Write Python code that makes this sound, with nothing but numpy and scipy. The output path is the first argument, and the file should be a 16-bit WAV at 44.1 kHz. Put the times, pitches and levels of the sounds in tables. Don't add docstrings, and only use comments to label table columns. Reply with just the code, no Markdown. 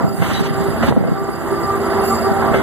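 import sys
import numpy as np
from scipy import signal
from scipy.fft import rfft, irfft
from scipy.io import wavfile
from scipy.ndimage import uniform_filter1d

SR = 44100
rng = np.random.default_rng(int(sys.argv[2]) if len(sys.argv) > 2 else 0)


def persist_wave(psi):
    counts = np.round(np.clip(psi, -1, 1) * 32767).astype(np.int16)
    wavfile.write(sys.argv[1], SR, np.atleast_2d(counts).T)


N = 115542


def undb(db):
    return 10 ** (np.asarray(db) / 20)


def curve(table, column=1):
    rows = np.array(table, float)
    return np.interp(np.arange(N) / SR, rows[:, 0], rows[:, column])


def unit(x):
    return x / np.sqrt(np.mean(x ** 2))


def ring(x, hz, width_hz):
    b, a = signal.iirpeak(hz, hz / max(width_hz, 1), fs=SR)
    return signal.lfilter(b, a, x)


def band_noise(hz, width_hz):
    return unit(ring(ring(pair(), hz, width_hz), hz, width_hz))


def pair():
    return rng.standard_normal((2, N))


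def walk(rate_hz):
    k = max(int(SR / rate_hz), 2)
    smooth = uniform_filter1d(rng.standard_normal(N), k)
    return unit(uniform_filter1d(smooth, k))


def gate(start, length, attack, release):
    t = np.arange(N) / SR - start
    return np.clip(np.minimum(t / attack, (length - t) / release + 1), 0, 1)


# (frequency [Hz], relative level per hertz [dB])
ROAR_COLOUR = [(30, -12), (70, 0), (200, -4.5), (500, -8.5), (1000, -12), (1400, -12.5), (2000, -16.5),
               (2500, -28), (3500, -29), (4500, -39), (5100, -43.5), (5600, -51), (6300, -43.5),
               (7000, -39), (10000, -39), (15400, -41.5)]
# (time [s], bass level [dB], middle level [dB],
# rolling noise level [dB], treble level [dB])
PASSING_LEVELS = [(0, -32, -25.5, -59, -72), (.16, -35, -40, -54.5, -45), (.27, -29, -35.5, -36.5, -42),
                  (.4, -30.5, -37.5, -39.5, -59), (.66, -27.5, -32, -44.5, -44), (.8, -28, -31, -45.5, -53),
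                  (.84, -23, -28.5, -40, -46), (.93, -26.5, -37, -47, -52), (1.04, -37.5, -37.5, -52, -56),
                  (1.27, -34, -35.5, -54, -53), (1.6, -29.5, -32.5, -49.5, -48.5),
                  (1.95, -26, -26.5, -44.5, -50.5), (2.13, -25.5, -26.5, -50, -44.5),
                  (2.34, -28, -27.5, -47.5, -48.5), (2.62, -25, -26, -43.5, -49)]
ZONES_HZ = [250, 1000, 3200, 8500]
# (frequency [Hz], width [Hz], level against the middle zone [dB])
PANELS = [(230, 8, 1), (663, 16, -1), (1330, 12, -5), (1977, 30, -14), (2155, 20, -16)]
FIRING_HZ, FIRING_DEPTH, FIRING_JITTER = 29, 0.07, 0.045
SWELL_DB, SWELL_HZ, CHURN_DB, CHURN_HZ = -0.5, 12.6, 0.7, 47.5
FLICKER_DB, FLICKER_HZ = 1.5, 29


def roar():
    f = np.fft.rfftfreq(N, 1 / SR) + 1
    table = np.array(ROAR_COLOUR)
    colour = np.interp(np.log(f), np.log(table[:, 0]), table[:, 1])
    zone_db = np.interp(ZONES_HZ, f, colour) + 10 * np.log10([270, 250, 1000, 2000])
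    colour -= np.interp(np.log(f), np.log(ZONES_HZ), zone_db)
    noise = rfft(pair()) * undb(colour) * np.sqrt(SR / 2)
    swell = SWELL_DB * walk(SWELL_HZ) + CHURN_DB * walk(CHURN_HZ)
    zones = np.array([curve(PASSING_LEVELS, column=k) for k in range(1, 5)])
    bands = 0
    for hz in 28 * 2 ** np.arange(0, 9.3, 1 / 3):
        share = np.cos(np.pi / 2 * np.clip(3 * np.log2(f / hz), -1, 1))
        place = np.interp(np.log(hz), np.log(ZONES_HZ), np.arange(4))
        low = min(int(place), 2)
        db = zones[low] + (place - low) * (zones[low + 1] - zones[low])
        level = 0.99 * undb(db + swell + FLICKER_DB * walk(FLICKER_HZ))
        bands = bands + irfft(noise * share ** 2, N) * level
    panels = sum(undb(db) * unit(ring(pair(), hz, width)) for hz, width, db in PANELS)
    panels = panels * undb(zones[1])
    firing_phase = 2 * np.pi * np.cumsum(FIRING_HZ * (1 + FIRING_JITTER * walk(6.3))) / SR
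    return (bands + panels) * (1 + FIRING_DEPTH * np.cos(firing_phase))


# (time [s], level of partial 1 [dB], of partial 2 [dB], of partial 3 [dB])
HUM = [(0, -43, -32, -30), (.1, -30, -39.5, -46), (.3, -38.5, -31.5, -42), (.44, -22.5, -36, -35.5),
       (.54, -27.5, -34, -33), (.66, -18.5, -32.5, -34), (.75, -38, -38, -46), (1.08, -43, -38, -57),
       (1.18, -24.5, -31, -29.5), (1.42, -39.5, -42, -41.5), (1.53, -22, -32, -29), (1.62, -31, -34, -28.5),
       (1.7, -24, -26.5, -20.5), (1.82, -21.5, -37, -33.5), (1.92, -20.5, -38, -36),
       (1.98, -20.5, -23, -27), (2.08, -23, -31, -44), (2.13, -25, -22, -16.5), (2.2, -29, -41, -54),
       (2.25, -23, -22.5, -18.5), (2.33, -23, -23, -42), (2.5, -23.5, -27, -23), (2.62, -19, -32, -42)]
# (time [s], level [dB])
LOWER_HUM = [(0, -42), (1.2, -38), (1.4, -29.5), (1.9, -28.5), (2.62, -34)]
# (time [s], side against mid of partial 1 and the lower tone [dB], of partial 2 [dB])
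HUM_SIDE = [(0, 14, -13), (.5, -67, -3), (.65, 5, 12), (.8, -5, 13), (1.2, -9, 6), (1.45, 0, 17), (2, 2, 2),
            (2.62, 14, 11)]
HUM_HZ, LOWER_HUM_HZ = 392.6, 337
HUM_WAVER, HUM_WAVER_HZ, HUM_FLUTTER_DB = .004, 18, 3


def gears():
    phase = 2 * np.pi * np.cumsum(HUM_HZ * (1 + HUM_WAVER * walk(HUM_WAVER_HZ))) / SR
    side_1, side_2 = undb(curve(HUM_SIDE, column=1)), undb(curve(HUM_SIDE, column=2))
    tones = [(phase, curve(HUM, column=1), side_1),
             (2 * phase, curve(HUM, column=2), side_2),
             (3 * phase, curve(HUM, column=3), 1),
             (phase * LOWER_HUM_HZ / HUM_HZ, curve(LOWER_HUM), side_1)]
    hum = 0
    for turn, db, side in tones:
        level = np.sqrt(2) * undb(db + HUM_FLUTTER_DB * walk(80))
        hum = hum + level * np.array([np.sin(turn), -side * np.cos(turn)])
    return hum


# (frequency [Hz], width [Hz], relative level [dB])
RIM = [(2720, 60, -6), (4824, 30, 1), (7249, 35, 1), (9822, 45, 2), (12360, 50, -4), (12527, 50, -4),
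       (15073, 40, -6)]
# (time [s], level [dB])
RUB = [(0.0, -52.5), (0.44, -52), (0.9, -49.5), (0.92, -63), (1.18, -55), (2.0, -49), (2.06, -40),
       (2.22, -47), (2.62, -54.5)]
# (start [s], length [s], frequency [Hz], peak level [dB])
SQUEAK = (.34, .056, 3893, -26.5)
RIM_DB, RIM_FLICKER_DB, RIM_FLICKER_HZ = 7, 2, 35


def rims():
    song = 0
    for hz, width, db in RIM:
        flicker = undb(db + RIM_FLICKER_DB * walk(RIM_FLICKER_HZ))
        song = song + flicker * unit(ring(pair(), hz, width))
    start, length, hz, db = SQUEAK
    squeak = gate(start, length, 0.0057, 0.0082) * np.sin(2 * np.pi * hz * np.arange(N) / SR)
    return song * undb(curve(RUB) + RIM_DB) + undb(db) * squeak


# (time [s], overall level [dB], boost of ringing above 1000 Hz [dB],
# ring length [share of the rail's], click level [dB], pitch [share of the rail's])
CLACKS = [(0.221, -7, -4, 0.39, -8, 0.99), (0.826, -12.5, 5.5, 0.16, 1, 0.94),
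          (0.8325, -1, -19, 0.48, -15, 1.1), (.8795, -11, -6, 0.12, -2, 0.57),
          (0.9235, -6, -12, 0.14, 3.5, 0.92), (0.9635, -10.5, -28, 0.43, 2.5, 1.1),
          (1.0375, -10.5, -18, 0.82, -3, .98), (1.0735, -14, -17, 1, 0, 1.02),
          (1.2892, -12.5, -16, 0.25, 0.5, 0.94), (2.5375, -6, -7, 0.9, -2, 0.98),
          (2.5447, -4.5, -12.5, 0.97, 2, 1.05)]
# (frequency [Hz], relative level [dB], time to fade by 60 dB [s])
RAIL = [(212, -14, 0.34), (486, 0, 0.081), (650, 1, 0.052), (1170, 12, 0.025), (1354, -4, 0.25),
        (1550, 5, 0.078), (2114, -3, 0.37), (2710, -9, 0.16), (3070, -19, 0.46), (3430, -9, 0.038)]
CRACK_S, CRACK_DB, CLACK_DB = 0.0035, -11.5, -4.5
CLICK_S = .0007


def clacks():
    out = np.zeros((2, N))
    t = np.arange(int(.3 * SR)) / SR
    dull = signal.butter(3, [350, 1800], "band", fs=SR, output="sos")
    click = -np.sin(np.pi * t / CLICK_S) * np.exp(-1.2 * (t / CLICK_S - 1.5) ** 2)
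    for start, db, bright_db, ring_share, click_db, pitch in CLACKS:
        crack = unit(signal.sosfilt(dull, rng.standard_normal((2, len(t)))))
        crack = crack * np.exp(-t / CRACK_S) * undb(CRACK_DB)
        ringing = 0
        for hz, mode_db, t60 in RAIL:
            tone = np.sin(2 * np.pi * (hz * pitch * t + rng.random((2, 1))))
            fade = 1000. ** (-t / t60 / max(ring_share, .05))
            ringing = ringing + undb(mode_db + bright_db * (hz > 1000)) * tone * fade
        onset = np.minimum(t / 0.0026, 1)
        blow = undb(CLACK_DB) * (crack + ringing) * onset + undb(click_db) * click
        i = int(start * SR)
        out[:, i:i + len(t)] += (undb(db) * blow)[:, :N - i]
    return out


# (start [s], length [s], body level [dB], rasp level [dB], hiss level [dB])
SCRAPES = [(0, 0.033, -29.5, -67, -60), (0.211, 0.1, -24.5, -47, -41), (0.29, .03, -34, -41, -47),
           (0.325, 0.081, -26.5, -35.5, -40), (0.427, 0.035, -25, -35.5, -55), (.822, 0.074, -24, -41, -42),
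           (2.01, 0.024, -44, -51, -53), (2.524, 0.067, -41, -43.5, -42.5)]
# (frequency [Hz], width of each of two filters [Hz])
SCRAPE_BANDS = [(900, 1300), (3200, 4600), (9500, 10500)]
STREAKS_HZ = [1880, 2230, 2950, 3160, 3360, 3750, 4450]
SCRAPE_ATTACK_S, SCRAPE_RELEASE_S, SCRAPE_GRIT_DB, STREAK_DB = 0.01, 0.03, 3, 2.5


def scrapes():
    bands = [band_noise(hz, width) * undb(SCRAPE_GRIT_DB * walk(83)) for hz, width in SCRAPE_BANDS]
    streaks = sum(ring(pair(), hz, 6.2) * undb(8.1 * walk(12)) for hz in STREAKS_HZ)
    bands[1] = bands[1] + undb(STREAK_DB) * unit(streaks)
    out = 0
    for start, length, *levels in SCRAPES:
        friction = sum(undb(db) * band for db, band in zip(levels, bands))
        out = out + gate(start, length, SCRAPE_ATTACK_S, SCRAPE_RELEASE_S) * friction
    return out


# (time of peak [s], level [dB], pitch at the peak [Hz], nominal length [s], edge against thump [dB])
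PUFFS = [(0.009, -17.5, 213, 0.011, -0.5), (0.08, -8, 181, 0.0064, -14), (0.202, -10, 142, 0.014, -44),
         (0.222, -9, 170, 0.022, -14.5), (0.319, -14.5, 201, 0.017, -23), (0.508, -11.5, 162, 0.029, -27),
         (0.582, -13, 139, 0.007, -11), (0.613, -15.5, 190, 0.023, -14), (0.685, -8.5, 138, 0.0083, -15.5),
         (0.703, -10, 140, 0.0066, -38), (0.812, -12, 260, 0.008, -29), (0.888, -5, 230, 0.016, -30),
         (0.91, -16.5, 128, 0.045, -7.5), (0.974, -6, 231, 0.013, -14), (1.027, -9.5, 155, 0.0078, -20),
         (1.29, -13.5, 258, 0.0091, -7.5), (2.316, -7.5, 197, 0.011, -16), (2.392, -13, 141, 0.01, -19),
         (2.516, -9, 154, 0.0088, -21.1)]
# (time [s], level [dB])
GUST = [(0, -42), (.04, -6.5), (.09, -27), (.2, -24), (.3, -21), (.45, -24), (.7, -22.5), (.8, -26),
        (.95, -15.5), (1.05, -17), (1.2, -25), (1.6, -31), (2.2, -45), (2.62, -24)]
PUFF_GLIDE, PUFF_ROUGH = -0.042, 0.47
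GUST_HZ, GUST_WIDTH_HZ, GUST_FLICKER_DB, GUST_EDGE_DB = 168, 157, 3.5, -14.5
EDGE_HZ, EDGE_WIDTH_HZ = 430, 500
WIND_CENTRE_DB = -13


def wind():
    t = np.arange(N) / SR
    thump, edge, rough = 0, 0, PUFF_ROUGH * walk(170)
    for at, db, hz, length, edge_db in PUFFS:
        since = t - at
        shape = np.exp(-.5 * (since / (0.29 * length)) ** 2) * undb(db)
        cycles = hz * since * (1 + PUFF_GLIDE * since / length / 2)
        wave = np.sin(2 * np.pi * (cycles + rng.random((2, 1))) + rough)
        thump = thump + np.sqrt(2) * shape * wave
        edge = edge + shape * undb(edge_db)
    gust = undb(curve(GUST) + GUST_FLICKER_DB * walk(73))
    low = thump + gust * band_noise(GUST_HZ, GUST_WIDTH_HZ)
    low = low * undb([[WIND_CENTRE_DB], [0]])
    edges = (edge + gust * undb(GUST_EDGE_DB)) * band_noise(EDGE_HZ, EDGE_WIDTH_HZ)
    keep_low = signal.butter(3, [85, 900], "band", fs=SR, output="sos")
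    return signal.sosfilt(keep_low, low + edges)


# (frequency [Hz], side over mid [dB])
PORTS = [(70, 4), (130, -0.5), (400, -12.5), (700, -13.5), (1150, -38), (1450, -6), (1900, -2.5),
         (2450, 19), (2850, -0.5), (3700, -9.5), (4300, 2.5), (4800, 10), (5450, 20), (5750, 4.5),
         (6100, -7), (6900, 6), (7250, 6), (7700, 9.5), (8600, -8), (9200, 5), (9800, 2.5), (10600, 5),
         (12500, 0), (15400, 4)]
# (frequency [Hz], signed share)
LAG = [(200, 0), (350, -0.6), (600, -.4), (1600, -.3), (1950, -.5), (2900, .35), (3400, -0.2), (7300, -1.3),
       (7800, .6), (8500, .8), (8700, -.8), (9300, -.6), (9700, -0.28)]
# (frequency [Hz], level [dB])
LEFT = [(100, -2.5), (450, -2.5), (1200, -1), (1900, -3.5), (2500, -1.5), (6300, -1.5), (7250, -5),
        (8500, -2), (9800, -10), (10500, -16), (12500, -11), (13400, -15), (14200, -11), (15400, -15)]


def ports(sound):
    f = np.fft.rfftfreq(N, 1 / SR)
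    ratio = undb(np.interp(f, *np.array(PORTS).T))
    left = undb(np.interp(f, *np.array(LEFT).T))
    lag = np.clip(np.interp(f, *np.array(LAG).T), -1, 1)
    mid, side = rfft(sound) / np.sqrt(1 + ratio ** 2)
    side = ratio * (np.sqrt(1 - lag ** 2) * side + 1j * lag * mid)
    return irfft([(mid + side) * left, mid - side], N)


def scene():
    train = roar() + gears() + rims() + clacks() + scrapes()
    mid, side = wind()
    return ports(train) + [0.83 * (mid + side), mid - side]


TOP_HZ = 15450


def record(dry):
    dry = signal.sosfilt(signal.butter(2, 50, "high", fs=SR, output="sos"), dry)
    rounded = dry / (1 + dry ** 6) ** (1 / 6)
    return signal.sosfilt(signal.ellip(14, .3, 90, TOP_HZ, fs=SR, output="sos"), rounded)


dry = scene()
out = record(dry)
persist_wave(out)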